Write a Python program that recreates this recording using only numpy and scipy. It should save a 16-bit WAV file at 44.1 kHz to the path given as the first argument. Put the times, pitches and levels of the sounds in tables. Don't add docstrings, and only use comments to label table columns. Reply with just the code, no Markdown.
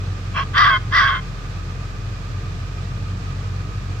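import sys
import numpy as np
from scipy import signal
from scipy.fft import rfft, irfft
from scipy.io import wavfile
from scipy.ndimage import uniform_filter1d, minimum_filter1d

SR = 44100
rng = np.random.default_rng(int(sys.argv[2]) if len(sys.argv) > 2 else 0)


def dump(signal):
    limited = np.clip(np.atleast_2d(signal).T, -1, 1)
    pcm = np.round(limited * 32767).astype(np.int16)
    wavfile.write(sys.argv[1], SR, pcm)


N = 176400
TIME = np.arange(N) / SR
HZ = np.fft.rfftfreq(N, 1 / SR)
APART = np.array([[.5], [-.5]])


def amp(db):
    return 10 ** (np.asarray(db) / 20)


def unit_rms(x):
    return x / np.sqrt(np.mean(x ** 2) + 1e-20)


def steadied(x):
    power = uniform_filter1d(uniform_filter1d(x ** 2, size=450), size=450)
    return x / np.sqrt(abs(power) + 1e-9)


def spectrum(points):
    f, value = np.transpose(points)
    return np.interp(np.log(HZ + 1), np.log(f + 1), value)


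def curves(rows):
    t, *columns = np.transpose(rows)
    return [np.interp(TIME, t, column) for column in columns]


def colour(x, gain):
    return irfft(rfft(x) * gain, N)


def highpass(hz, slope):
    return 1 / (1 + (hz / (HZ + 1)) ** slope)


def bell(hz, width_hz):
    return (1 + (1.37 * (HZ - hz) / width_hz) ** 2) ** -1.5


def drift(seconds):
    return unit_rms(colour(rng.standard_normal(N), np.exp(-(HZ * seconds) ** 2)))


def wandering_cycles(hz, wander, seconds):
    return np.cumsum(hz * (1 + wander * drift(seconds))) / SR


# f/Hz, share of power/0-1
COHERENCE = [(60, 0.79), (120, 0.96), (220, 0.93), (430, 0.84), (830, 0.1), (1600, 0.033), (6000, 0.05)]
def open_air(gain):
    common, left, right = rng.standard_normal((3, N))
    share = spectrum(COHERENCE)
    centre = colour(common, gain * np.sqrt(share))
    sides = colour(np.array([left, right]), gain * np.sqrt(1 - share))
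    return unit_rms(centre + sides)


# f/Hz, relative level/dB
HISS_SPECTRUM = [(300, -1), (360, -6), (440, -4.5), (540, -9.5), (700, -9), (950, -12.5), (1200, -7.5),
                 (1400, -12), (1650, -10), (2100, -15), (2500, -15.5), (3200, -18), (4200, -19),
                 (5600, -22), (6300, -23), (7700, -27), (8800, -37), (9900, -54), (10700, -40),
                 (11800, -40), (13200, -58.5), (13800, -62), (15000, -58)]
def outdoor_hiss():
    return open_air(amp(spectrum(HISS_SPECTRUM)) * highpass(242, slope=4)) * amp(.5 * drift(.045))


# f/Hz, width/Hz, relative level/dB
CHORUS_BANDS = [(1191, 44, -3.5), (1264, 29, -1), (1500, 60, -11.5), (2460, 260, -14)]
def far_chorus():
    beats = wandering_cycles(hz=7.2, wander=.2, seconds=.48)
    bands = sum(amp(db) * bell(hz, width) for hz, width, db in CHORUS_BANDS)
    return open_air(bands) * (1 + .24 * np.sin(2 * np.pi * beats))


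# f/Hz, left minus right/dB
NIGHT_BALANCE = [(200, 1), (1000, -0.5), (2400, -4), (5000, -8), (8000, -0.5), (12000, 7)]
def night_air():
    bed = amp(-40) * outdoor_hiss() + amp(-45.5) * far_chorus()
    return colour(bed, amp(APART * spectrum(NIGHT_BALANCE)))


# t/s, firing rate/Hz, level of the overtones together/dB
IDLE = [(0, 46.17, -25.5), (.45, 46.01, -28), (.6, 45.13, -28), (1.1, 44.56, -28.5), (1.3, 44.65, -39.5),
        (1.7, 44.68, -28.5), (2.15, 44.82, -35.5), (2.3, 45.12, -31), (3, 46.23, -27.5),
        (3.8, 46.67, -27.5), (4, 46.73, -29.5)]
ENGINE_ORDERS = [1.5, 2, 2.5, 3, 3.5, 4, 5, 6.25, 9.25, 10]
ENGINE_ORDER_DB = [-18, -2, -16, -12, -17.5, -20.5, -26.5, -28, -34.5, -32]
# f/Hz, relative level/dB
RUMBLE_SPECTRUM = [(20, -12), (50, -3.5), (70, -13.5), (100, 4.5), (125, 1), (155, -8), (185, -8),
                   (220, -22), (400, -33), (800, -57.5)]
def idling_engine():
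    firing_hz, overtone_db = curves(IDLE)
    firings = np.cumsum(firing_hz) / SR
    overtones = 0
    for order, db in zip(ENGINE_ORDERS, ENGINE_ORDER_DB):
        waver = 1 + .14 * drift(.11)
        overtones += amp(db) * waver * np.sin(2 * np.pi * (order * firings + rng.random()))
    hum = np.sqrt(2) * (amp(-32) * np.sin(2 * np.pi * firings) + amp(overtone_db) * overtones)
    rumble = open_air(amp(spectrum(RUMBLE_SPECTRUM)) * highpass(50, slope=6))
    return hum + amp(-31.5) * rumble


def echoes(x, t60_s):
    response = rfft(rng.standard_normal((2, N)) * amp(-60 * TIME / t60_s))
    response /= np.sqrt(uniform_filter1d(abs(response) ** 2, size=1200, axis=1))
    return colour(x, response)


# f/Hz, left phase lead/rad
BARK_PHASE = [(600, -0.11), (1050, 0.62), (1230, 2.05), (1480, -0.69), (1800, 1.6), (2070, -0.81),
              (2500, 1.86), (3250, 1), (3550, 2.34), (4200, 0.17), (5000, 1.1), (5800, -1.4)]
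# f/Hz, left minus right/dB
BARK_BALANCE = [(600, 7), (1050, -5.5), (1250, 10), (1550, -5.5), (1950, 6), (2400, -6.5), (2900, 4.5),
                (3300, -2), (4200, -4.5), (5600, -13), (7500, 2)]
def across_lawn(x):
    direct = colour(x, np.exp(1j * spectrum(BARK_PHASE) * APART))
    near = amp(-8) * 2 * APART * echoes(x, t60_s=.03)[0]
    far = amp(-16.5) * echoes(x, t60_s=.3)
    return colour(direct + near + far, amp(APART * spectrum(BARK_BALANCE)))


MOUTH_OPENS_S, JITTER_S = .49, .003
# f/Hz, width/Hz, relative level wide open/dB, half shut/dB
FORMANTS = [(720, 500, -28, -24.5), (1090, 115, -1, -0.5), (1180, 143, 4, -6.5), (1477, 390, -2, -11.5),
            (1626, 270, 0, -9.5), (1977, 187, -1.5, -12), (2350, 74, -15.5, -8.5), (2704, 250, -14, -12),
            (3190, 280, -8, -12.5), (3530, 370, -10, -27), (4180, 260, -19.5, -22), (4784, 335, -14, -26),
            (5400, 850, -25, -26), (7200, 3000, -46, -48.5), (12500, 1600, -49.5, -57)]
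def throat(x):
    wide = np.sqrt(sum((amp(db) * bell(hz, width)) ** 2 for hz, width, db, _ in FORMANTS))
    shut = np.sqrt(sum((amp(db) * bell(hz, width)) ** 2 for hz, width, _, db in FORMANTS))
    return np.where(TIME < MOUTH_OPENS_S, unit_rms(colour(x, shut)), unit_rms(colour(x, wide)))


FLUTTER_RATIO = 2 / 5
CRY_PARTIALS = [(1, 0), (2, 0), (3, 0), (1, -1), (1, 1), (2, -1), (2, -2), (0, 2), (1, 2), (3, 1), (3, -1),
                (2, 1)]
CRY_PARTIAL_DB = [4, 8.5, 4.5, 1.5, 1.5, -7, -13, -6, -21, -15, -18, -0.5]
def raspy_cry(pitch_hz, rough):
    cry = wandering_cycles(pitch_hz, .0406 * rough, JITTER_S)
    flutter = wandering_cycles(FLUTTER_RATIO * pitch_hz, .11 * rough, JITTER_S)
    tone = sum(amp(db) * np.cos(2 * np.pi * (k * cry + m * flutter + rng.random()))
               for (k, m), db in zip(CRY_PARTIALS, CRY_PARTIAL_DB))
    puffs = (.19 + np.exp(-(flutter % 1) / .35)) * rng.standard_normal(N)
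    clear = np.sqrt(1 - rough ** 2) * steadied(throat(tone))
    rasp = amp(4.5) * rough * throat(puffs)
    return steadied(clear + rasp)


# t/s, f/Hz, level against the cry/dB
SQUEAL_GLIDE = [(.55, 1715, -11), (.58, 1880, -5.5), (.60, 1987, -8), (.62, 1977, -6.5), (.66, 1980, -12.5),
                (.68, 1715, -11), (.703, 1556, -4.5), (.73, 1511, -30), (.90, 1603, -28),
                (.928, 1680, -0.5), (.95, 1955, -2), (.985, 1990, 0.5), (1.005, 1895, -9),
                (1.03, 1771, -18), (1.058, 1657, -0.5), (1.08, 1525, -1), (1.10, 1471, -30)]
def squeal():
    hz, db = curves(SQUEAL_GLIDE)
    cycles = wandering_cycles(hz, .015, JITTER_S)
    return np.sqrt(2) * amp(db) * np.sin(2 * np.pi * cycles) * (TIME > MOUTH_OPENS_S)


def undertone(pitch_hz):
    hz = (1 - FLUTTER_RATIO) * uniform_filter1d(pitch_hz, size=1500)
    return np.sqrt(2) * np.sin(2 * np.pi * np.cumsum(hz) / SR)


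# t/s, pitch/Hz, roughness/0-1
VOICE_CONTOUR = [(.35, 1126, 0.67), (.385, 1074, 0.8), (.405, 1086, .4), (.43, 1102, 0.51),
                 (.55, 1177, .75), (.585, 1123, .7), (.603, 1233, .55), (.622, 1222, .45), (.64, 1125, .5),
                 (.66, 1112, 0.5), (.68, 1210, 0.5), (.70, 1108, 0.7), (.718, 1090, .3), (.74, 1066, .18),
                 (.76, 1044, .2), (.78, 1074, 0.3), (.92, 1005, 0.5), (.96, 1168, 0.9), (1.005, 1193, .5),
                 (1.035, 1089, 0.5), (1.08, 1105, 0.5), (1.105, 1075, 0.71), (1.13, 1074, 0.4),
                 (1.16, 1057, 0.6), (1.2, 1050, 0.3)]
# t/s, gain above 4100 Hz/dB
TREBLE_GAIN = [(.35, -13), (.40, -6), (.43, -7.5), (.555, -10), (.586, 2.5), (.63, 0.5), (.68, -7.5),
               (.72, -9.5), (.775, -0.5), (.925, -4), (.956, 4.5), (1.0, 1.5), (1.056, -3), (1.19, -17.5)]
# t/s, level/dB
BARK_ENVELOPES = [
    [(.335, -49.5), (.35, -29), (.368, -22), (.39, -20), (.412, -19.5), (.427, -26), (.437, -29.5)],
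    [(.535, -38.5), (.546, -24.5), (.558, -19), (.582, -12), (.67, -12), (.70, -14), (.745, -14.5),
     (.772, -19.5), (.783, -37)],
    [(.908, -47), (.926, -21), (.955, -13.5), (.985, -12), (1.005, -13), (1.07, -15.5), (1.13, -19.5),
     (1.165, -23.5), (1.198, -32.5), (1.21, -63)],
]
def fox_pup():
    pitch_hz, rough = curves(VOICE_CONTOUR)
    voice = steadied(raspy_cry(pitch_hz, rough) + squeal()) + amp(-30.5) * undertone(pitch_hz)
    treble = colour(voice, highpass(4100, slope=16))
    voice += treble * (amp(curves(TREBLE_GAIN)[0]) - 1)
    effort = 0
    for bark in BARK_ENVELOPES:
        sounding = (TIME > bark[0][0]) & (TIME < bark[-1][0])
        effort += sounding * amp(curves(bark)[0])
    return effort * voice


def scene():
    return across_lawn(fox_pup()) + idling_engine() + night_air()


def record(dry):
    ceiling, limiter_s, top_hz = .97, .004, 15100
    size = round(limiter_s * SR)
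    gain = minimum_filter1d(ceiling / np.maximum(abs(dry).max(0), ceiling), size)
    limited = dry * uniform_filter1d(uniform_filter1d(gain, size // 2), size // 2)
    lowpass = signal.firwin(511, top_hz, window=("kaiser", 9), fs=SR)
    return signal.oaconvolve(limited, lowpass[None], "same")


dry = scene()
out = record(dry)
dump(out)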